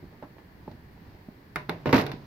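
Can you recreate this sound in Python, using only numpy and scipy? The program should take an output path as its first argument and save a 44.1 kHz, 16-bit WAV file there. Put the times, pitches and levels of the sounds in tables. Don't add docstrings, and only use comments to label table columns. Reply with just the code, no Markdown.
import sys
import numpy as np
from scipy import signal
from scipy.fft import rfft, irfft, next_fast_len
from scipy.io import wavfile

SR = 44100
rng = np.random.default_rng(int(sys.argv[2]) if len(sys.argv) > 2 else 0)


def dump(signal):
    limited = np.clip(np.atleast_2d(signal).T, -1, 1)
    pcm = np.round(limited * 32767).astype(np.int16)
    wavfile.write(sys.argv[1], SR, pcm)


N = 99665

# t/s, bass/dB, middle/dB, treble/dB, top/dB
BED_CLUNKS = [(1.8583, 18, 11.5, 9.5, 5), (1.870, 17.5, 6.5, 8, -6), (1.8928, 10.5, 12, 6, 2),
              (1.9284, 14, 22.5, 24.5, 19), (1.9317, 23, 21.5, 8, 5), (1.9424, 23.5, 18.5, 17.5, 9),
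              (1.954, 17, 18, 10.5, 4), (1.965, 9.5, 8, 15.5, 12), (1.9809, 10.5, 18.5, 16, 16.5),
              (1.997, 7, 13.5, 13, 9), (2.014, 14, 1.5, 13, 11)]
# f/Hz, t60/s
CLUNK_TAIL = [(150, 0.12), (500, 0.083), (1600, 0.051), (4000, 0.07), (11000, 0.048)]
# f/Hz, level/dB, t60/s
BED_MODES = [(140.5, 0, 1), (269.4, -1.5, 0.26), (304.6, -10, 0.15), (392, -1.5, 0.19), (465.3, -1.5, 0.29),
             (503, -5, 0.16), (609, 2, 0.29), (749, -10, 0.38), (922, -3.5, 0.22), (980, -3.5, 0.3),
             (1061, -7.5, 0.27), (1474, 5.5, 0.075), (1593, -5, 0.2), (2830, -7.5, 0.14)]
THUD_TIMES = [1.9305, 1.9415]
# f/Hz, level/dB, t60/s
FRAME_MODES = [(86, -13, 0.034), (141, -15.5, 0.099), (266, -12.5, 0.049)]
BED_ATTACK_S = 0.0084

def bed(ring_db=-54):
    out = np.zeros((2, N))
    for start, *tone_db in BED_CLUNKS:
        add(out, start, contact(steel(tone_db), CLUNK_TAIL, room_db=-1, snap=0.2))
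        add(out, start, amp(ring_db + tone_db[0]) * ring(BED_MODES, BED_ATTACK_S, spread_db=2))
    for start in THUD_TIMES:
        add(out, start, ring(FRAME_MODES, attack_s=0.002, spread_db=3))
    return out


# f/Hz, level/dB
STEEL_EQ = [(25, -30), (66, -5.5), (140, 9), (220, 1), (400, 2.5), (530, -1), (950, -2), (1450, -9),
            (2100, -6.5), (2750, -13), (3100, -21), (3700, -17.5), (4300, -22.5), (5200, -25),
            (6500, -32.5), (8400, -40), (11500, -27.5), (15500, -33.5)]
TONE_BANDS = [250, 1300, 4000, 12000]

def steel(tone_db):
    tilt = list(zip(TONE_BANDS, tone_db))
    return lambda hz: along(STEEL_EQ, hz) + along(tilt, hz)


# t/s, bass/dB, middle/dB, treble/dB, top/dB, ping/dB, lever/dB, body/Hz, tick/Hz, bed ring/dB
CATCH_CLICKS = [(1.559, -1, 10, 12, 15, -12, -24, 1540, 10060, -45.5),
                (1.6949, 9, 11.5, 7, 10.5, -17, -17.5, 3750, 11700, -47.5),
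                (2.0652, 5, 4, 6, 7.5, -30.5, -41, 4170, 12600, -46),
                (2.095, 2, -1.5, -8, -12, -56, -50, 3900, 11500, -60),
                (2.1171, 1.5, 1.5, 5, 3.5, -32, -41, 4300, 12800, -57)]
# f/Hz, t60/s
CLICK_TAIL = [(150, 0.32), (500, 0.18), (1600, 0.053), (4000, .028), (11000, 0.016)]
# f/Hz, level/dB, t60/s
CATCH_MODES = [(912, -18.5, 0.05), (1000, -28, 0.26), (1445, -11, 0.021), (1626, 0, 0.0089),
               (1834, -8, 0.019), (2076, -6.5, 0.017)]
# f/Hz, level/dB, t60/s
LEVER_MODES = [(338, 0, 0.013), (429, -8, 0.067), (817, -18, 0.079), (1402, -8, 0.017), (2720, -8, 0.0085),
               (3590, -8.5, 0.013), (4000, -14, 0.015)]

def catches(body_db=6, body_octaves=0.7, tick_db=7, tick_width_hz=720):
    out = np.zeros((2, N))
    for start, *tone_db, ping_db, lever_db, body_hz, tick_hz, bed_db in CATCH_CLICKS:
        body = lambda hz: body_db * np.exp(-(np.log2((hz + 1) / body_hz) / body_octaves) ** 2)
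        tick = lambda hz: tick_db * np.exp(-((hz - tick_hz) / tick_width_hz) ** 2)
        colour = lambda hz: steel(tone_db)(hz) + body(hz) + tick(hz)
        add(out, start, contact(colour, CLICK_TAIL, room_db=-1, snap=0.19))
        for modes, db in (CATCH_MODES, ping_db), (LEVER_MODES, lever_db):
            add(out, start, amp(db) * ring(modes, attack_s=0.00078, spread_db=1.5))
        add(out, start, amp(bed_db) * ring(BED_MODES, BED_ATTACK_S, spread_db=2))
    return out


# t/s, hold/s, level/dB
SHAKES = [(1.871, 0.077, -16.5), (1.943, 0.048, -4.5)]
# f/Hz, level/dB
NEEDLE_EQ = [(80, 3), (300, 13), (1000, -1.5), (2500, -6), (5000, -12), (6800, -20), (8500, -36),
             (11500, -24.5), (14200, -15.5), (16000, -55)]

def needles(ticks_per_s=480, scatter_db=3, tick_t60=0.014, shake_t60=0.2):
    t = np.arange(N) / SR
    shake = sum(amp(db - 60 * np.maximum(t - start - hold, 0) / shake_t60) * (t > start)
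                for start, hold, db in SHAKES)
    when = ((np.arange(N) + rng.random(N)) * SR / ticks_per_s).astype(int)
    strength = amp(scatter_db * rng.standard_normal(N))
    ticks = shake * np.bincount(when[when < N], strength[when < N], N)
    energy_kept = np.exp(-2 * np.log(1000) / (tick_t60 * SR))
    envelope = np.sqrt(signal.lfilter([1 - energy_kept], [1, -energy_kept], ticks ** 2))
    chatter = envelope * irfft(noise_spectra(DIRECT_IMAGE, N), N)
    return filtered(chatter, lambda hz: amp(along(NEEDLE_EQ, hz)))


# t/s, knock/dB, cutoff/Hz, t60/s,
# bright edge/dB, ring/dB, ring/Hz, ring t60/s
CASING_KNOCKS = [(0.027, 5, 413, 0.29, -42, -46, 155.5, 0.18),
                 (.125, -8.5, 930, 0.14, -23, -56, 200, 0.055),
                 (0.2257, 3.5, 1140, 0.14, -22.5, -37.5, 603, 0.061),
                 (.367, -8, 756, 0.024, -28, -66, 200, .05),
                 (0.384, -9.5, 1550, 0.14, -14, -54, 200, 0.056),
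                 (.678, 7, 690, 0.04, -34, -32.5, 853, 0.042),
                 (0.714, -12.5, 1000, 0.048, -4.5, -44, 237, 0.2),
                 (1.074, -32, 500, .05, -28, -43, 88, 0.28), (1.148, -18, 500, 0.044, -6, -36, 73.6, 0.066),
                 (1.286, -2.5, 790, 0.014, -39, -27.5, 232, 0.038),
                 (1.567, 9, 490, 0.0086, -35, -27.5, 148, 0.066),
                 (1.69, 5.5, 1100, 0.064, -18, -29.5, 170, 0.31),
                 (2.139, -3.5, 640, 0.055, -21, -24, 235, 0.026)]
# f/Hz, level/dB
CASING_EQ = [(40, -25.5), (140, 3), (240, -0.5), (350, -1.5), (520, -8), (610, 0.5), (720, -6), (880, -1.5),
             (1200, -7.5), (1800, -2), (5000, -4)]

def taps():
    out = np.zeros((2, N))
    for start, db, cutoff_hz, t60, bright_db, ring_db, ring_hz, ring_t60 in CASING_KNOCKS:
        dull = lambda hz: 1 / np.sqrt(1 + (hz / cutoff_hz) ** 8)
        bright = lambda hz: amp(bright_db + along(NEEDLE_EQ, hz))
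        colour = lambda hz: db + along(CASING_EQ, hz) + 20 * np.log10(dull(hz) + bright(hz))
        add(out, start, contact(colour, [(1000, t60)], room_db=-5.5, snap=0.17))
        add(out, start, ring([(ring_hz, ring_db, ring_t60)], attack_s=0.00079, spread_db=1.5))
    return out


# f/Hz, left-right correlation
DIRECT_IMAGE = [(180, 0.98), (400, 0.99), (700, 0.81), (1200, 0.27), (2000, 0.25), (4500, 0.5),
                (12000, 0.26)]
# f/Hz, left-right correlation
REVERB_IMAGE = [(110, 0.82), (200, 0.86), (350, 0.73), (600, 0.43), (1000, -0.63), (2000, -0.1),
                (12000, -0.09)]
# f/Hz, t60/s
REVERB_TAIL = [(100, 0.8), (400, 0.42), (1500, 0.27), (5000, 0.24), (12000, 0.2)]
# f/Hz, level/dB
REVERB_EQ = [(100, -19), (400, -3.5), (1500, -1.5), (4500, -3), (12000, -11.5)]

def contact(colour, decay, room_db, snap, build_s=0.0035):
    reverb = burst(REVERB_TAIL, REVERB_IMAGE, size=24000)
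    t = np.arange(reverb.shape[1]) / SR
    sound = filtered(reverb, lambda hz: amp(room_db + along(REVERB_EQ, hz)))
    sound *= 1 - np.exp(-(t / build_s) ** 2)
    add(sound, 0, np.sqrt(1 - snap) * burst(decay, DIRECT_IMAGE))
    sound[:, 0] += np.sqrt(snap)
    return coloured(sound, colour)


def burst(decay, image, size=8192):
    edges = np.r_[0, np.geomspace(180, SR / 2, num=12)]
    hz, t = np.fft.rfftfreq(size, 1 / SR), np.arange(size) / SR
    bands = (hz >= edges[:-1, None]) & (hz < edges[1:, None])
    t60 = along(decay, (edges[:-1] + edges[1:]) / 2)
    noise = irfft(noise_spectra(image, size) * bands[:, None])
    tails = noise * amp(-60 * t / t60[:, None, None])
    gain = np.sqrt(2 * bands.mean(1) / np.sum(tails ** 2, axis=(1, 2)))
    return np.tensordot(gain, tails, 1)


def ring(modes, attack_s, spread_db):
    t = np.arange(SR * 3 // 4) / SR
    hz, db, t60 = np.transpose(modes)[:, :, None]
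    level = amp(db + spread_db * rng.standard_normal(db.shape))
    partials = level * np.sin(2 * np.pi * hz * t) * amp(-60 * t / t60)
    return partials.sum(0) * (1 - np.exp(-t / attack_s))


# t/s, rumble/dB, rustle/dB
HANDLING_FADERS = [(0, 4, -4), (0.198, -1.5, -8), (.35, -4.5, -19), (.56, -1, -10.5), (.7, 2.5, -0.5),
                   (.85, 0, -13), (1.08, 1, 0), (1.25, -4, -8), (1.45, -2.5, -11.5), (1.8, 4, 3)]
# f/Hz, level/dB
AIR_EQ = [(20, -9), (50, -5), (95, -2), (170, -5), (260, -9.5), (400, -13.5), (550, -23), (900, -21.5),
          (1250, -28), (1750, -22), (2500, -30.5), (3600, -37.5), (4400, -33.5), (6200, -45.5),
          (8800, -50.5), (12000, -43), (15500, -40), (16200, -52)]
# f/Hz, left minus right/dB
AIR_PAN = [(100, -0.5), (250, -2), (500, -5.5), (1100, -10), (1500, 0), (1950, 7.5), (2700, -0.5),
           (3300, 6.5), (4000, 4), (6000, 1.5)]
# f/Hz, left-right correlation
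AIR_IMAGE = [(100, 0.95), (250, 0.95), (400, 0.84), (900, 0), (2000, 0), (5000, 0), (12000, 0)]
# f/Hz, level/dB
RUSTLE_EQ = [(100, -3), (400, 3.5), (900, 7), (1600, -1), (3000, -7), (4800, -10), (7500, -26),
             (12000, -39)]
# f/Hz, left minus right/dB
MACHINE_PAN = [(60, 0), (125, -1), (200, -1.8), (380, -4.5), (700, -2.5), (1290, -1), (2380, 0), (3200, -3),
               (4400, -11), (6000, -9), (8120, 0), (15000, -3)]
SIDES = np.array([[0.5], [-0.5]])

def room_tone(air_db=-50, rustle_db=-61, rumble_hz=312):
    times, *faders = np.transpose(HANDLING_FADERS)
    swell, rub = [amp(np.interp(np.arange(N) / SR, times, db)) for db in faders]
    air = stereo_noise(AIR_EQ, AIR_PAN, AIR_IMAGE)
    rumble = filtered(air, lambda hz: np.exp(-(hz / rumble_hz) ** 2))
    hiss = air - rumble
    rustle = stereo_noise(RUSTLE_EQ, MACHINE_PAN, DIRECT_IMAGE)
    return amp(air_db) * (hiss + swell * rumble) + amp(rustle_db) * rub * rustle


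WHINE_PAN = [
    [1],
    [0.075],
]

def whine(pitch_hz=14275, depth_hz=45, jitter_hz=120, level_db=-77.5):
    jitter = unit(filtered(rng.standard_normal(N), lambda hz: np.exp(-(hz / jitter_hz) ** 2)))
    phase = 2 * np.pi * np.cumsum(pitch_hz + depth_hz * jitter) / SR
    return amp(level_db) * unit(np.sin(phase)) * WHINE_PAN


def stereo_noise(eq, pan, image):
    white = irfft(noise_spectra(image, N), N)
    return unit(filtered(white, lambda hz: amp(along(eq, hz) + SIDES * along(pan, hz))))


def noise_spectra(image, size):
    mid, side = rfft(rng.standard_normal((2, size)))
    angle = np.arccos(along(image, np.fft.rfftfreq(size, 1 / SR))) / 2
    return np.cos(angle) * mid + 2 * SIDES * np.sin(angle) * side


def coloured(x, level_db, size=32768):
    gain = np.maximum(amp(level_db(np.fft.rfftfreq(size, 1 / SR))), 1e-6)
    cepstrum = irfft(np.log(gain))
    cepstrum[1:size // 2] *= 2
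    cepstrum[size // 2 + 1:] = 0
    return irfft(rfft(x, size) * np.exp(rfft(cepstrum)), size)[..., :x.shape[-1]]


def filtered(x, response):
    n = x.shape[-1]
    size = next_fast_len(n + 4096, True)
    return irfft(rfft(x, size) * response(np.fft.rfftfreq(size, 1 / SR)), size)[..., :n]


def along(points, hz):
    freqs, values = np.transpose(points)
    return np.interp(np.log(hz + 1), np.log(freqs + 1), values)


def add(track, start_s, sound):
    part = track[:, round(start_s * SR):][:, :sound.shape[-1]]
    part += sound[..., :part.shape[1]]


def amp(db):
    return 10 ** (np.asarray(db) / 20)


def unit(x):
    return x / np.sqrt(np.mean(x ** 2) + 1e-20)


def scene(radiate_hz=59.4, left_lag_s=0.00005):
    low_cut = signal.butter(3, radiate_hz, "high", fs=SR, output="sos")
    machine = signal.sosfilt(low_cut, catches() + bed() + needles())
    pan = lambda hz: amp(SIDES * along(MACHINE_PAN, hz))
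    lag = lambda hz: np.exp(-2j * np.pi * hz * SIDES * left_lag_s)
    return filtered(taps() + machine, lambda hz: pan(hz) * lag(hz)) + room_tone() + whine()


def record(dry, low_cut_hz=27, top_hz=16000):
    return filtered(dry, lambda hz: 1j * hz / (1j * hz + low_cut_hz) * (hz < top_hz))


dry = scene()
out = record(dry)
dump(out)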